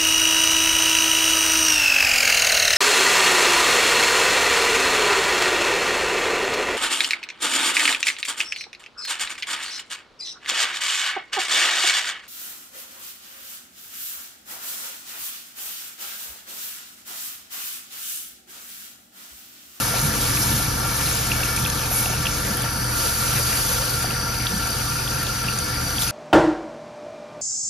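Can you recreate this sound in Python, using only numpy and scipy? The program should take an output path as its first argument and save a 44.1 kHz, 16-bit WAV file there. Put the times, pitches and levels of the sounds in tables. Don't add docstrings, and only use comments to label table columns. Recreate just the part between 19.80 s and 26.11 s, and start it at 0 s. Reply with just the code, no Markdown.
import sys
import numpy as np
from scipy import signal
from scipy.fft import rfft, irfft, next_fast_len
from scipy.io import wavfile
from scipy.ndimage import uniform_filter1d

SR = 44100
rng = np.random.default_rng(int(sys.argv[2]) if len(sys.argv) > 2 else 0)


def to_wav(s):
    ch = np.atleast_2d(s).T
    pcm = np.round(np.clip(ch, -1, 1) * 32767)
    wavfile.write(sys.argv[1], SR, pcm.astype(np.int16))


N = 278271
TIME = np.arange(N) / SR

# f/Hz, relative density/dB
STEAM_SPECTRUM = [(5000, -14), (7000, -4), (8000, -1), (9500, -1), (11000, 0), (12500, -3), (14000, -5),
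                  (16000, -6)]
SIZZLE_SPECTRUM = [(2500, -14.5), (4000, -5), (4800, -7), (5600, -5), (7000, -6), (8500, -5.5),
                   (11000, -14)]
SPLASH_SPECTRUM = [(250, -12.5), (500, 10), (650, -6.5), (1000, 0), (1800, 6), (1950, 1.5), (2500, 3.5),
                   (3500, -1.5), (5000, -8.5), (8000, -24)]
# t/s, steam level/dB, sizzle level/dB
BOIL_LEVELS = [(0, -24, -25), (.14, -27.5, -29.5), (.27, -23, -26), (.33, -28.5, -28), (.63, -23, -25.5),
               (.82, -25.5, -27.5), (.87, -31, -32.5), (1.03, -28, -32.5), (1.25, -27, -25),
               (1.55, -28, -29), (1.9, -29.5, -32), (2.08, -28.5, -30), (2.17, -21.5, -30.5),
               (2.36, -31.5, -31), (2.7, -29.5, -30), (2.9, -31, -39), (3.08, -30.5, -38),
               (3.17, -26, -27.5), (3.75, -24, -28.5), (4.05, -26, -27.5), (4.37, -32.5, -38),
               (4.9, -30.5, -32), (5.95, -33.5, -35), (6.17, -29, -34.5), (6.22, -24.5, -26),
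               (6.31, -32, -35)]
# centre t/s, length/s, gain/dB
SPLASH_SWELLS = [(0.16, 0.035, 5.5), (1.047, 0.044, 1.5), (1.608, .2, 1), (2.097, .12, 0.5),
                 (2.29, 0.1, -1.5), (2.84, 0.072, 4.5), (3.585, 0.11, 4), (3.712, .1, 6), (4.258, 0.052, 1)]


def spray():
    steam_db, sizzle_db = columns(BOIL_LEVELS, TIME) + 0.5 * wander(rate_hz=12)
    slosh_db = 0.19 * (sizzle_db - sizzle_db.mean()) - 0.26 * wander(rate_hz=8)
    slosh_db += sum(db * np.exp(-(2 * (TIME - s) / length) ** 2) for s, length, db in SPLASH_SWELLS)
    splash = gain_of(-42.5) * patter()
    splash += gain_of(-34) * noise(SPLASH_SPECTRUM, size=512, patchy_db=2.5, flicker_db=1.1)
    sizzle = noise(SIZZLE_SPECTRUM, size=256, patchy_db=2.0, flicker_db=0.9)
    steam = noise(STEAM_SPECTRUM, size=256, patchy_db=0.0, flicker_db=1.4)
    return gain_of(steam_db) * steam + gain_of(sizzle_db) * sizzle + gain_of(slosh_db) * splash


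def patter(per_pitch_per_s=15):
    out = np.zeros((2, N))
    for hz in np.geomspace(2400, 9000, 10):
        hit_db = 1.8 * np.minimum(rng.exponential(1, (2, N)), 4)
        hits = gain_of(hit_db) * (rng.random((2, N)) < per_pitch_per_s / SR)
        out += signal.oaconvolve(hits, bubble(hz, t60=25 / hz, glide=0.58)[None], axes=1)[:, :N]
    return evened(out)


def bubble(hz, t60, glide):
    t = np.arange(int(t60 * SR) + 8) / SR
    envelope = (1 - np.exp(-t / (0.09 * t60))) * gain_of(-60 * t / t60)
    return envelope / envelope.max() * np.sin(2 * np.pi * hz * (t + glide * t ** 2 / t60))


# f/Hz, width/Hz, relative level/dB, share of swell
PIPE_BANDS = [(493, 47, -8, -0.063), (670.5, 17, -15.5, 0), (756, 51, -12, 0.083), (918, 70, -8, -0.046),
              (1171, 41, -9.5, 0), (1263, 73, -20, -0.47), (1375.5, 44, 0.5, 0.24), (1440, 7.4, -12, 0.65),
              (1560, 73, -7.5, 0.29), (1735, 67, -8, -0.098), (2270, 14.5, -14, -0.43),
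              (4350, 68, -8.5, 0.45), (4633, 73, -2.5, 0.71), (4840, 150, -8.5, 1.2),
              (5238, 250, -7, -0.08), (5885, 29, -5.5, .6), (5940, 260, -6.5, 0.13), (8880, 210, 0.5, .3),
              (11600, 110, -16, -0.27)]


def pipe_whistle(level_db=-34, fade_db_per_s=-0.5, swell_db=12.5, swell_at_s=2.8, spread_s=0.22):
    control_db = -swell_db / (1 + np.exp((TIME - swell_at_s) / spread_s))
    return gain_of(level_db + fade_db_per_s * TIME) * bands(PIPE_BANDS, control_db, breath_db=1.0)


# t/s, ring peak/dB, start f/Hz
BUBBLE_PLINKS = [(.139, -24, 655), (.5711, -20, 2190), (.8, -26.5, 677), (1.051, -24, 736),
                 (1.517, -12.5, 2500), (1.633, -17, 2400), (1.7754, -18.5, 2160), (1.8507, -17.5, 3140),
                 (1.861, -19, 2290), (2.06, -28, 800), (2.113, -23, 660), (2.2583, -21, 2500),
                 (2.26, -23.5, 678), (2.297, -24, 650), (2.332, -26, 680), (2.4558, -17.5, 2820),
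                 (2.4683, -14.5, 2590), (2.839, -26, 670), (4.243, -23.5, 650), (4.3061, -24, 2560),
                 (4.6683, -14, 3430), (4.673, -27, 2800), (5.2769, -22, 3100), (5.4675, -20, 3400),
                 (5.685, -16.5, 2500), (6.1833, -17.5, 2920), (6.2213, -16, 3460), (6.232, -20, 3560)]


def plinks(ring_cycles=19, splat_db=-14):
    out = np.zeros(N)
    for s, db, hz in BUBBLE_PLINKS:
        ring = bubble(hz, t60=ring_cycles / hz, glide=0.28)
        splat = evened(resonate(rng.standard_normal(4096)[:len(ring)], hz, width_hz=1.2 * hz))
        splat *= gain_of(splat_db - 40 * np.arange(len(splat)) / len(splat))
        add(out, s, gain_of(db) * (ring + splat))
    return out


# t/s, start level/dB, f/Hz
DROPLET_SPITS = [(0.825, -20, 10000), (1.763, -19, 8500), (1.7953, -21.5, 10200), (1.869, -23, 10100),
                 (1.9, -18.5, 6000), (2.7706, -22, 11000), (2.819, -21, 9000), (3.92, -28, 10900),
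                 (4.228, -21, 7200), (4.87, -23, 8000), (5.43, -25, 12000), (5.787, -19, 7950)]


def spits(t60_s=0.025):
    out = np.zeros(N)
    t = np.arange(400) / SR
    for s, db, hz in DROPLET_SPITS:
        burst = evened(resonate(rng.standard_normal(len(t)), hz, width_hz=2100))
        add(out, s, gain_of(db - 60 * t / t60_s) * burst)
    return out


# t/s, length/s, level/dB, start f/Hz, end f/Hz
STEAM_SPURTS = [(2.1, .055, -28.5, 12000, 11200), (2.145, .06, -27, 9700, 10800),
                (3.915, .035, -33, 10800, 10800), (6.198, .032, -33, 11300, 10500),
                (6.225, .03, -31, 6500, 4500), (6.262, .048, -32, 6200, 5800)]


def spurts(width_hz=2300):
    out = np.zeros(N)
    for s, length, db, start_hz, end_hz in STEAM_SPURTS:
        white = rng.standard_normal(8192)[:int(length * SR)]
        hz = np.linspace(start_hz, end_hz, len(white))
        jet = evened(resonate(resonate(white, hz, width_hz), hz, width_hz))
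        add(out, s, gain_of(db) * jet * signal.windows.tukey(len(jet), 0.7))
    return out


def sink_walls(sound, t60_s=0.018):
    response = rng.standard_normal((2, 1800)) * gain_of(-60 * np.arange(1800) / SR / t60_s)
    response /= np.linalg.norm(response[0])
    scattered = signal.oaconvolve(sound[None], response, axes=1)[:, :N]
    return np.array([sound + gain_of(-4.5) * scattered[0], scattered[1]])


# f/Hz, relative density/dB
ROAR_SPECTRUM = [(30, -28), (45, -12), (100, -4), (150, -9.5), (260, -12.5), (310, -8.5), (335, -22.5),
                 (450, -32.5), (700, -41), (1300, -54)]
# f/Hz, width/Hz, relative level/dB
ROOM_MODES = [(59.6, 6, -10), (145, 9.6, -8), (171.8, 12, -19), (211.3, 16, -13.5), (227, 8.5, -16.5),
              (295, 17.4, -15.5), (375.3, 15.4, -15.5)]
# f/Hz, level/dB
HUM_TONES = [(43, -38.5), (76, -39), (119.8, -33.5)]


def machine(rumble_db=-31.5, fade_db_per_s=-0.5):
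    fade_db = fade_db_per_s * TIME
    ringing = bands([(*mode, 0) for mode in ROOM_MODES], control_db=0, breath_db=1.2)
    roar = gain_of(-2) * noise(ROAR_SPECTRUM, size=2048, patchy_db=0.6, flicker_db=0.7)
    out = gain_of(rumble_db + fade_db + wander(rate_hz=2.5)) * (roar + ringing)
    for hz, db in HUM_TONES:
        cycles = np.cumsum(hz + 0.69 * wander(rate_hz=3.4)) / SR
        rms_db = db + fade_db - fade_db.mean() + 1.3 * wander(rate_hz=8)
        out += np.sqrt(2) * gain_of(rms_db) * np.sin(2 * np.pi * cycles)
    return out


# t/s, level/dB, f/Hz, width/Hz
MACHINE_THUMPS = [(.21, -25.5, 120, 90), (0.678, -27.5, 130, 35), (1.2, -31.5, 140, 30),
                  (1.76, -27, 133, 60), (2.378, -36, 167, 30), (2.661, -35, 206, 50), (4.7, -27.5, 170, 35),
                  (5.62, -34, 142, 80)]


def thumps(length_s=0.1):
    out = np.zeros(N)
    for s, db, hz, width_hz in MACHINE_THUMPS:
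        white = rng.standard_normal(SR // 2)
        pulse = resonate(resonate(white, hz, width_hz), hz, width_hz)[-int(length_s * SR):]
        add(out, s, gain_of(db) * signal.windows.tukey(len(pulse), 0.6) * evened(pulse))
    return out


def noise(spectrum, size, patchy_db, flicker_db):
    hop = size // 4
    frames, hz = N // hop + 5, np.fft.rfftfreq(size, 1 / SR)
    white = rng.standard_normal((frames, len(hz), 5)).T
    patches = blur(white[4], bins=8, frames=16)
    flicker = blur(white[4, ::-1], bins=len(hz) // 3, frames=3)
    gain = gain_of(at_hz(spectrum, hz)[:, None] + patchy_db * patches + flicker_db * flicker)
    spectra = (white[:2] + 1j * white[2:4]) * gain
    return evened(signal.istft(spectra, nperseg=size, noverlap=size - hop)[1][:, :N])


def bands(modes, control_db, breath_db):
    size = next_fast_len(N)
    f, rush = np.fft.rfftfreq(size, 1 / SR), rfft(rng.standard_normal((2, size)))
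    out = np.zeros((2, N))
    for hz, width_hz, db, share in modes:
        detune = (f - hz) / width_hz
        band = irfft(rush / np.sqrt((1 + 4 * detune ** 2) * (1 + detune ** 2)), size)[:, :N]
        out += gain_of(db + share * control_db + breath_db * wander(rate_hz=6)) * evened(band)
    return out


def resonate(x, hz, width_hz):
    carrier = np.exp(2j * np.pi * np.cumsum(hz * np.ones(x.shape[-1])) / SR)
    pole = np.exp(-np.pi * width_hz / SR)
    return 2 * (carrier * signal.lfilter([1 - pole], [1, -pole], x / carrier)).real


def wander(rate_hz):
    t = TIME[::64]
    partials = zip(np.geomspace(rate_hz / 6, rate_hz, 20), rng.random(20))
    drift = sum(np.sin(2 * np.pi * (hz * t + phase)) / np.sqrt(hz) for hz, phase in partials)
    return np.interp(TIME, t, evened(drift))


def blur(field, bins, frames):
    return evened(uniform_filter1d(uniform_filter1d(field, bins, axis=0), frames, axis=1))


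def gain_of(db):
    return 10 ** (np.asarray(db) / 20)


def evened(x):
    return x / np.sqrt(np.mean(x ** 2) + 1e-20)


def at_hz(points, hz):
    f, value = np.transpose(points)
    return np.interp(np.log(hz + 1), np.log(f + 1), value)


def columns(rows, t):
    times, *values = np.transpose(rows)
    return [np.interp(t, times, column) for column in values]


def add(mix, s, sound):
    part = mix[round(s * SR):][:len(sound)]
    part += sound[:len(part)]


# f/Hz, coherence
STEREO_COHERENCE = [(60, 1), (160, .99), (260, .85), (400, .45), (900, .7), (1400, .75), (2000, .45),
                    (2400, .65), (3000, .5), (4600, .65), (5500, .4), (5900, .75), (7300, .7), (7700, 1),
                    (8300, 1), (9500, .82), (10800, .85), (11100, 1), (12000, 1), (12600, .75),
                    (14000, .75), (14500, 1)]
# f/Hz, left minus right/rad
STEREO_PHASE = [(0, 0), (250, .1), (430, 1.3), (600, .2), (1200, 0), (1650, -1.1), (2300, .1), (2900, .35),
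                (3500, 0), (4900, .4), (5600, -.6), (6400, -.7), (7450, -2.3), (7700, -np.pi),
                (8300, -np.pi), (11050, -2 * np.pi), (12300, -2.05 * np.pi), (12550, -7.2),
                (14450, -3 * np.pi)]
# f/Hz, left minus right/dB
STEREO_BALANCE = [(60, -.7), (150, 0), (280, 2.5), (500, -1.5), (700, 1.5), (1500, 1.7), (2800, 2.5),
                  (3600, 1), (4900, 4.5), (5900, 1), (7500, 0)]


def scene():
    mix = spray() + pipe_whistle() + sink_walls(plinks() + spits() + spurts()) + machine() + thumps()
    size = next_fast_len(N + 4096)
    hz = np.fft.rfftfreq(size, 1 / SR)
    direct, scattered = rfft(mix, size)
    coherence = np.clip(at_hz(STEREO_COHERENCE, hz), 0, 1)
    right = coherence * direct + np.sqrt(1 - coherence ** 2) * scattered
    right *= np.exp(-1j * np.interp(hz, *np.transpose(STEREO_PHASE)))
    tilt = gain_of(at_hz(STEREO_BALANCE, hz) / 2)
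    return irfft(np.array([direct * tilt, right / tilt]), size)[:, :N]


def record(dry):
    low_hz, high_hz = 36, 15720
    highpass = signal.butter(8, low_hz, "high", fs=SR, output="sos")
    lowpass = signal.firwin(1023, high_hz, window=("kaiser", 9), fs=SR)
    return signal.oaconvolve(signal.sosfilt(highpass, dry), lowpass[None], "same")


dry = scene()
out = record(dry)
to_wav(out)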